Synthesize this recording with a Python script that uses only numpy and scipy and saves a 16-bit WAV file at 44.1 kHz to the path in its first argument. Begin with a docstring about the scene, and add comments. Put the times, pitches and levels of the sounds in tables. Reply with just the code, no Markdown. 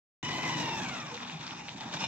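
"""A short silence, then a single-cylinder four-stroke motorcycle at a brisk beat, rolling up a dirt yard
towards a steel gate; it slows to idle and picks up again. Exhaust blows ring in the pipe over a noise rumble,
gear tones whine with the crank, grainy noise rattles the cases and a burst ticks the valve once a cycle.
Ringing clanks, brief low tones and pitched grit snaps join in; a pair of microphone ports hears it all."""
import sys
import numpy as np
from scipy import signal
from scipy.io import wavfile
from scipy.ndimage import uniform_filter1d

SR = 44100
rng = np.random.default_rng(int(sys.argv[2]) if len(sys.argv) > 2 else 0)


def generate_wav(signal):
    """Clip the signal to [-1, 1] and save it as 16-bit WAV at the path in sys.argv[1]."""
    frames = np.transpose(np.atleast_2d(signal))
    scaled = np.clip(frames, -1, 1) * 32767
    pcm = np.round(scaled).astype(np.int16)
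    wavfile.write(sys.argv[1], SR, pcm)


def invert_db(level):
    """Linear amplitude ratio for a level in decibels (20 dB per decade), elementwise."""
    return 10 ** (np.asarray(level, dtype=float) / 20)


N = 91463

# Engine speed: time_s, firings_per_s
ENGINE_SPEED = [(0.2, 24.2), (0.32, 24.9), (0.45, 25.55), (0.56, 24.5), (0.66, 23.07), (0.76, 22.3),
                (0.88, 18.92), (1.0, 15.68), (1.12, 12.8), (1.25, 10.87), (1.45, 8.49), (1.68, 8.41),
                (1.85, 9.99), (2.08, 15.22)]
# Load on the engine: time_s, exhaust_db, rattle_db
ENGINE_LOAD = [(.24, -44.5, -39.5), (.4, -47.5, -37), (.51, -44.5, -35.5), (.555, -38, -38.5),
               (.6, -44, -36), (.64, -38, -37.5), (.69, -52, -37), (.77, -51, -38.5), (.82, -43.5, -39.5),
               (.94, -60, -40), (1.08, -46.5, -43.5), (1.28, -77, -42), (1.37, -65, -45.5),
               (1.47, -53.5, -42), (1.64, -58, -46), (1.75, -52, -46), (1.86, -43.5, -41.5),
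               (1.91, -85, -44.5), (1.945, -46, -35.5), (1.99, -38, -43.5), (2.025, -46.5, -34.5),
               (2.07, -41, -40)]
# Exhaust pipe modes: pitch_hz, level_db (relative), t60_s
PIPE_MODES = [(126, -2.5, 0.064), (157.3, 1.5, 0.049), (199.5, -4.5, 0.046), (245.6, -6.5, 0.074),
              (305, -7, 0.065)]
# Colour of the gas rumble: pitch_hz, density_db (relative, per Hz)
RUMBLE_COLOUR = [(20, -15), (45, -4), (86, -10), (156, 0.5), (335, -8), (441, -16.5), (700, -25)]
# Gas rumble over time: time_s, level_db
RUMBLE_LEVELS = [(.24, -41.5), (.55, -43), (.85, -43), (1.1, -50), (1.4, -48.5), (1.7, -50), (2.07, -44.5)]
# Gear whine: time_s, then level_db of mesh multiples 1, 2, 3 and 4
WHINE_LEVELS = [(.23, -46.5, -45, -44.5, -56), (.36, -46, -43, -46.5, -54), (.48, -40.5, -39, -48.5, -52),
                (.58, -44.5, -46.5, -43, -45), (.72, -40.5, -49, -43, -49.5), (.86, -49, -47.5, -45.5, -53),
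                (.98, -56, -46.5, -51, -52), (1.15, -57, -55, -62, -62), (1.35, -80, -80, -80, -80)]
# Colour of the rattle at high speed: pitch_hz, density_db (relative, per Hz)
FAST_COLOUR = [(350, 2), (444, -12.5), (909, -6.5), (1490, -14), (1920, -12), (2900, -15), (3190, -15),
               (3680, -14.5), (4390, -16), (7070, -20.5), (9110, -44.5), (15600, -48)]
# Colour of the rattle at idle: pitch_hz, density_db (relative, per Hz)
IDLE_COLOUR = [(350, -20.5), (538, -16), (591, -28), (651, -12), (800, -6), (1460, -9), (2440, -13),
               (3090, -11.5), (3460, -10.5), (7070, -21.5), (9260, -54), (15600, -50.5)]
# Resonances of the engine cases, plus a bright lift high in the treble (last row): pitch_hz, width_hz, lift_db
CASE_MODES = [(823, 140, 4), (907, 540, 3.5), (2482, 173, 8), (2786, 15, 11), (3610, 300, 7),
              (5780, 940, 5.5), (11570, 780, 9)]
# Valve modes: pitch_hz, level_db (relative), t60_s
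VALVE_MODES = [(5450, 0, .014), (5900, -1, .014), (4150, -8, .015)]
# Valve tick over time: time_s, gain_db
TICK_GAINS = [(.24, -41), (.78, -42), (.84, -35), (1.02, -35), (1.08, -46), (1.15, -36), (1.25, -48)]
# Drive-train clanks as the load comes on: start_s, strength_db, rise_s
CLANK_TIMES = [(1.922, -53, 0.0086), (1.962, -55.5, 0.0056), (2.003, -52, 0.006), (2.035, -46, 0.0053)]
# Drive-train modes: pitch_hz, level_db (relative), t60_s
CLANK_MODES = [(910, -3, .03), (1500, -9, .012), (2422, -2, .025), (2885, -7, .02), (3575, 0, .02),
               (4188, -5, .015), (5443, -6, .015), (6896, -7, .01)]
# Low tones that swell for a moment: start_s, length_s, pitch_hz, level_db
LOW_TONES = [(0.267, 0.49, 328.6, -45), (0.35, 0.22, 152, -40.5), (0.562, 0.075, 295, -37.5),
             (0.686, 0.13, 363.7, -47.5), (0.755, 0.24, 248.8, -45.5), (1.106, 0.071, 482, -47.5),
             (1.19, 0.14, 245, -49.5), (1.324, 0.064, 160.2, -38.5)]
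# Grit snaps under the tyres: start_s, strength_db, pitch_hz
GRIT_SNAPS = [(1.147, -20.5, 3260), (1.1762, -21, 1820), (1.2036, -22, 1630), (1.2488, -24.5, 2450),
              (1.2595, -44, 4200), (1.2982, -18.5, 2520), (1.3968, -29, 3380), (1.467, -16.5, 4300),
              (1.4787, -18, 3650), (1.5091, -17, 2660), (1.559, -26, 3510), (1.6822, -21, 3270),
              (1.6856, -16.5, 2270), (1.6924, -17, 2930), (1.8088, -19, 3480)]
# Likeness of the two ports: pitch_hz, likeness (1 = identical)
PORT_LIKENESS = [(60, 0.94), (130, 0.96), (290, 1), (640, 0.59), (1410, 0.38), (3100, 0.96), (6820, 0.22),
                 (15000, 0.21)]
# Balance of the ports: pitch_hz, left_minus_right_db
PORT_LEAN = [(60, 2), (130, -2.5), (290, 4), (640, -1.5), (1410, 2.5), (3100, 4), (6820, -7.5),
             (15000, -4.5)]
# Echoes off gate and ground, one row per port: delays_s
PORT_ECHOES = [
    [.0031, .0074, .013, 0.024],
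    [.0043, .0062, 0.019, .024],
]

LEFT_LAG_S = .00007


def rms_one(x):
    """Scale a sound to rms 1."""
    return x / np.sqrt(np.mean(x ** 2) + 1e-20)


def in_time(rows):
    """Turn the columns of a timed table into curves."""
    times_s, *columns = np.transpose(rows)
    return [np.interp(np.arange(N) / SR, times_s, column) for column in columns]


def at_hz(points, hz):
    """Read a spectrum table along a log-frequency axis."""
    table_hz, values = np.transpose(points)
    return np.interp(np.log(hz), np.log(table_hz), values)


def drift(rate_hz):
    """Random wander, spread 1: noise through two equal one-pole lowpasses at this rate."""
    r = np.exp(-2 * np.pi * rate_hz / SR)
    noise = rng.standard_normal(N + SR)
    return rms_one(signal.lfilter([1], [1, -2 * r, r * r], noise)[SR:])  # first second lets it settle


def filtered(x, order, hz, kind="low"):
    """Butterworth filter."""
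    return signal.sosfilt(signal.butter(order, hz, kind, fs=SR, output="sos"), x)


def ring(clicks, hz, t60_s):
    """Two-pole resonator: a unit click starts a decaying sine of initial height 1."""
    r, w = invert_db(-60 / (t60_s * SR)), 2 * np.pi * hz / SR
    return signal.lfilter([0, np.sin(w)], [1, -2 * r * np.cos(w), r * r], clicks + 1e-18)


def beats(turns, cycle_place, modes, spread_db, burst):
    """One burst per engine cycle excites all modes, with chance strength per blow and per mode."""
    at = np.flatnonzero(np.diff(np.floor(turns - cycle_place)))
    shared_db = rng.normal(0, spread_db, 80)
    out = 0
    for k, (hz, db, t60_s) in enumerate(modes):
        strength_db = db + shared_db + rng.normal(0, spread_db, 80)
        clicks = np.zeros(N)
        clicks[at] = (-1) ** k * invert_db(strength_db)[:len(at)]
        out = out + ring(burst(clicks), hz, t60_s)
    return out


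def banded(white, low_hz, count, gain_db, patchy_db):
    """Third-octave stereo noise, each band with its own level, flicker, likeness and lean; left lags."""
    out = 0
    edges = low_hz * 2 ** (np.arange(count + 1) / 3)
    for k, (low, high) in enumerate(zip(edges, edges[1:])):
        mid, side = filtered(white[k % 2], 3, [low, high], "band")  # neighbours use different noise
        hz = np.sqrt(low * high)
        alike = np.clip(at_hz(PORT_LIKENESS, hz), -1, 1)
        half_lean_db = at_hz(PORT_LEAN, hz) / 2
        pair = np.sqrt(1 + alike) * mid + np.sqrt(1 - alike) * side * [[1], [-1]]
        flicker = invert_db(gain_db(hz) + patchy_db * drift(6.6))
        out = out + flicker * pair * invert_db(np.array([[half_lean_db], [-half_lean_db]]))
    out[0] = np.interp(np.arange(N) - LEFT_LAG_S * SR, np.arange(N), out[0])
    return out


def point_source(x, pan_db, echo_db=-13.5):
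    """A dulled point source: panned, later on the left, with echoes of alternating sign at each port."""
    t = np.arange(N)
    x = filtered(x, 10, 7340)
    left = np.interp(t - LEFT_LAG_S * SR, t, x) * invert_db(pan_db / 2)
    out = np.array([left, x * invert_db(-pan_db / 2)])
    for port, delays_s in enumerate(PORT_ECHOES):
        for k, delay_s in enumerate(delays_s):
            out[port] += invert_db(echo_db) * (-1) ** k * np.interp(t - delay_s * SR, t, x, left=0)
    return out


def exhaust(turns, speed, level_db):
    """Soft pressure blows excite the pipe modes, once a cycle, over a noise rumble of gas."""
    lead_s, blow_s = 0.0121, .0022  # a blow starts this lead before its peak
    r = np.exp(-1 / (blow_s * SR))

    def soft_blow(clicks):
        """Slope of a pressure pulse that swells and dies."""
        return signal.lfilter([1, -1], [1, -2 * r, r * r], clicks)

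    blows = beats(turns + lead_s * speed, 0.81, PIPE_MODES, spread_db=2.0, burst=soft_blow)
    blows = point_source(filtered(blows, 2, [110, 380], "band"), pan_db=-1.2, echo_db=-22.0)
    # even out the running level so that the load curve sets it
    blows = blows / np.sqrt(uniform_filter1d(np.mean(blows ** 2, axis=0), size=9000) + 1e-12)
    white = rng.standard_normal((2, 2, N))
    rumble = banded(white, 24.42, 14, lambda hz: at_hz(RUMBLE_COLOUR, hz), patchy_db=0.5)
    return invert_db(level_db) * blows + invert_db(in_time(RUMBLE_LEVELS)[0]) * rms_one(rumble)


def whine(turns):
    """Gear-mesh multiples follow the crank, which surges within each cycle; chance blurs each line."""
    teeth_per_firing, crank_ripple = 40.1, .014
    swell_db, rough_rad, wobble_hz = 3, 1.2, 50
    surge = crank_ripple * np.sin(2 * np.pi * turns) / (2 * np.pi)
    mesh = teeth_per_firing * (turns + surge)
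    out = 0
    for multiple, db in enumerate(in_time(WHINE_LEVELS), 1):
        blur = invert_db(swell_db * drift(wobble_hz)) * np.exp(1j * rough_rad * drift(wobble_hz))
        line = np.real(blur * np.exp(2j * np.pi * multiple * mesh))
        out = out + invert_db(db) * rms_one(line)
    return point_source(out, pan_db=2.5)


def rattle(speed, level_db):
    """Dense grainy contacts, as flickering noise, ring the cases; their colour follows engine speed."""
    fast = np.clip((speed - 11) / 12, 0, 1)
    grain_db, chatter_db = 1.24 * drift(380), 1.53 * drift(54)
    white = rng.standard_normal((2, 2, N)) * invert_db(grain_db + chatter_db)

    def colour(hz):
        """Blend the idle and high-speed spectra."""
        return fast * at_hz(FAST_COLOUR, hz) + (1 - fast) * at_hz(IDLE_COLOUR, hz)

    contacts = banded(white, 381, 17, colour, patchy_db=2.0)
    out = contacts
    for hz, width_hz, lift_db in CASE_MODES:
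        resonance = signal.lfilter(*signal.iirpeak(hz, hz / width_hz, SR), contacts)
        out = out + (invert_db(lift_db) - 1) * resonance
    running_rms = np.sqrt(uniform_filter1d(np.mean(out ** 2, axis=0), size=8000))
    return out / running_rms * invert_db(level_db)


def valve(turns):
    """A short gritty contact once a cycle rings the head."""
    burst_s = .004
    r = np.exp(-1 / (burst_s * SR))
    grain = rng.standard_normal(N)

    def gritty_contact(clicks):
        """Noise under a decaying envelope."""
        return grain * signal.lfilter([np.sqrt(2 * (1 - r))], [1, -r], clicks)

    ticks = beats(turns, -0.031, VALVE_MODES, spread_db=1.0, burst=gritty_contact)
    return point_source(invert_db(in_time(TICK_GAINS)[0]) * ticks, pan_db=-4)


def clanks():
    """Dense runs of drive-train contacts swell and die, ringing one shared set of modes."""
    t = np.arange(N) / SR
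    shape = 0
    for start_s, db, rise_s in CLANK_TIMES:
        age = np.maximum(t - start_s, 0) / rise_s
        shape = shape + invert_db(db) * age * np.exp(1 - age)
    out = 0
    for hz, db, t60_s in CLANK_MODES:
        contacts = rng.standard_normal(N) * (rng.random(N) < .3)  # about three samples in ten
        out = out + invert_db(db) * ring(shape * contacts, hz, t60_s)
    return point_source(out, pan_db=0.58)


def hums():
    """Steady low sine tones that swell and fade."""
    t = np.arange(N) / SR
    out = 0
    for start_s, length_s, hz, db in LOW_TONES:
        swell = np.sin(np.pi * np.clip((t - start_s) / length_s, 0, 1)) ** 0.24
        out = out + invert_db(db) * swell * np.sin(2 * np.pi * hz * t)
    return point_source(out, pan_db=.5)


def grit():
    """Short dull snaps under the tyres, each a pair of opposed rings at its own pitch."""
    cycles = 4.0  # of the lower ring, within the t60 of both
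    out = 0
    for start_s, db, hz in GRIT_SNAPS:
        click = np.zeros(N)
        click[int(start_s * SR)] = invert_db(db)
        out = out + ring(click, hz, cycles / hz) - 0.93 * ring(click, 1.305 * hz, cycles / hz)
    return point_source(filtered(out, 2, 7500), pan_db=1.5)


def scene():
    """Sum all sources of the bike, its engine sounds tied to one speed curve and its load."""
    speed, = in_time(ENGINE_SPEED)
    turns = -6.04 + np.cumsum(speed) / SR  # engine cycles, one firing each
    exhaust_db, rattle_db = in_time(ENGINE_LOAD)
    engine = exhaust(turns, speed, exhaust_db) + whine(turns) + rattle(speed, rattle_db) + valve(turns)
    return engine + clanks() + hums() + grit()


def band_limit(x):
    """A steep low-pass at the top of the band."""
    return signal.sosfilt(signal.butter(12, 15800, fs=SR, output="sos"), x)


def record(dry):
    """The microphone loses bass and is deaf around a treble notch; the sound switches on after silence."""
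    bass_cut_hz, dip_hz, dip_width_hz = 101, 9400, 1730
    start_s, fade_s = .2285, 0.00046
    x = filtered(dry, 2, bass_cut_hz, "high")
    x = signal.lfilter(*signal.iirnotch(dip_hz, dip_hz / dip_width_hz, SR), x)
    switch_on = np.clip((np.arange(N) / SR - start_s) / fade_s, 0, 1)
    return band_limit(x * switch_on)


dry = scene()
out = record(dry)
generate_wav(out)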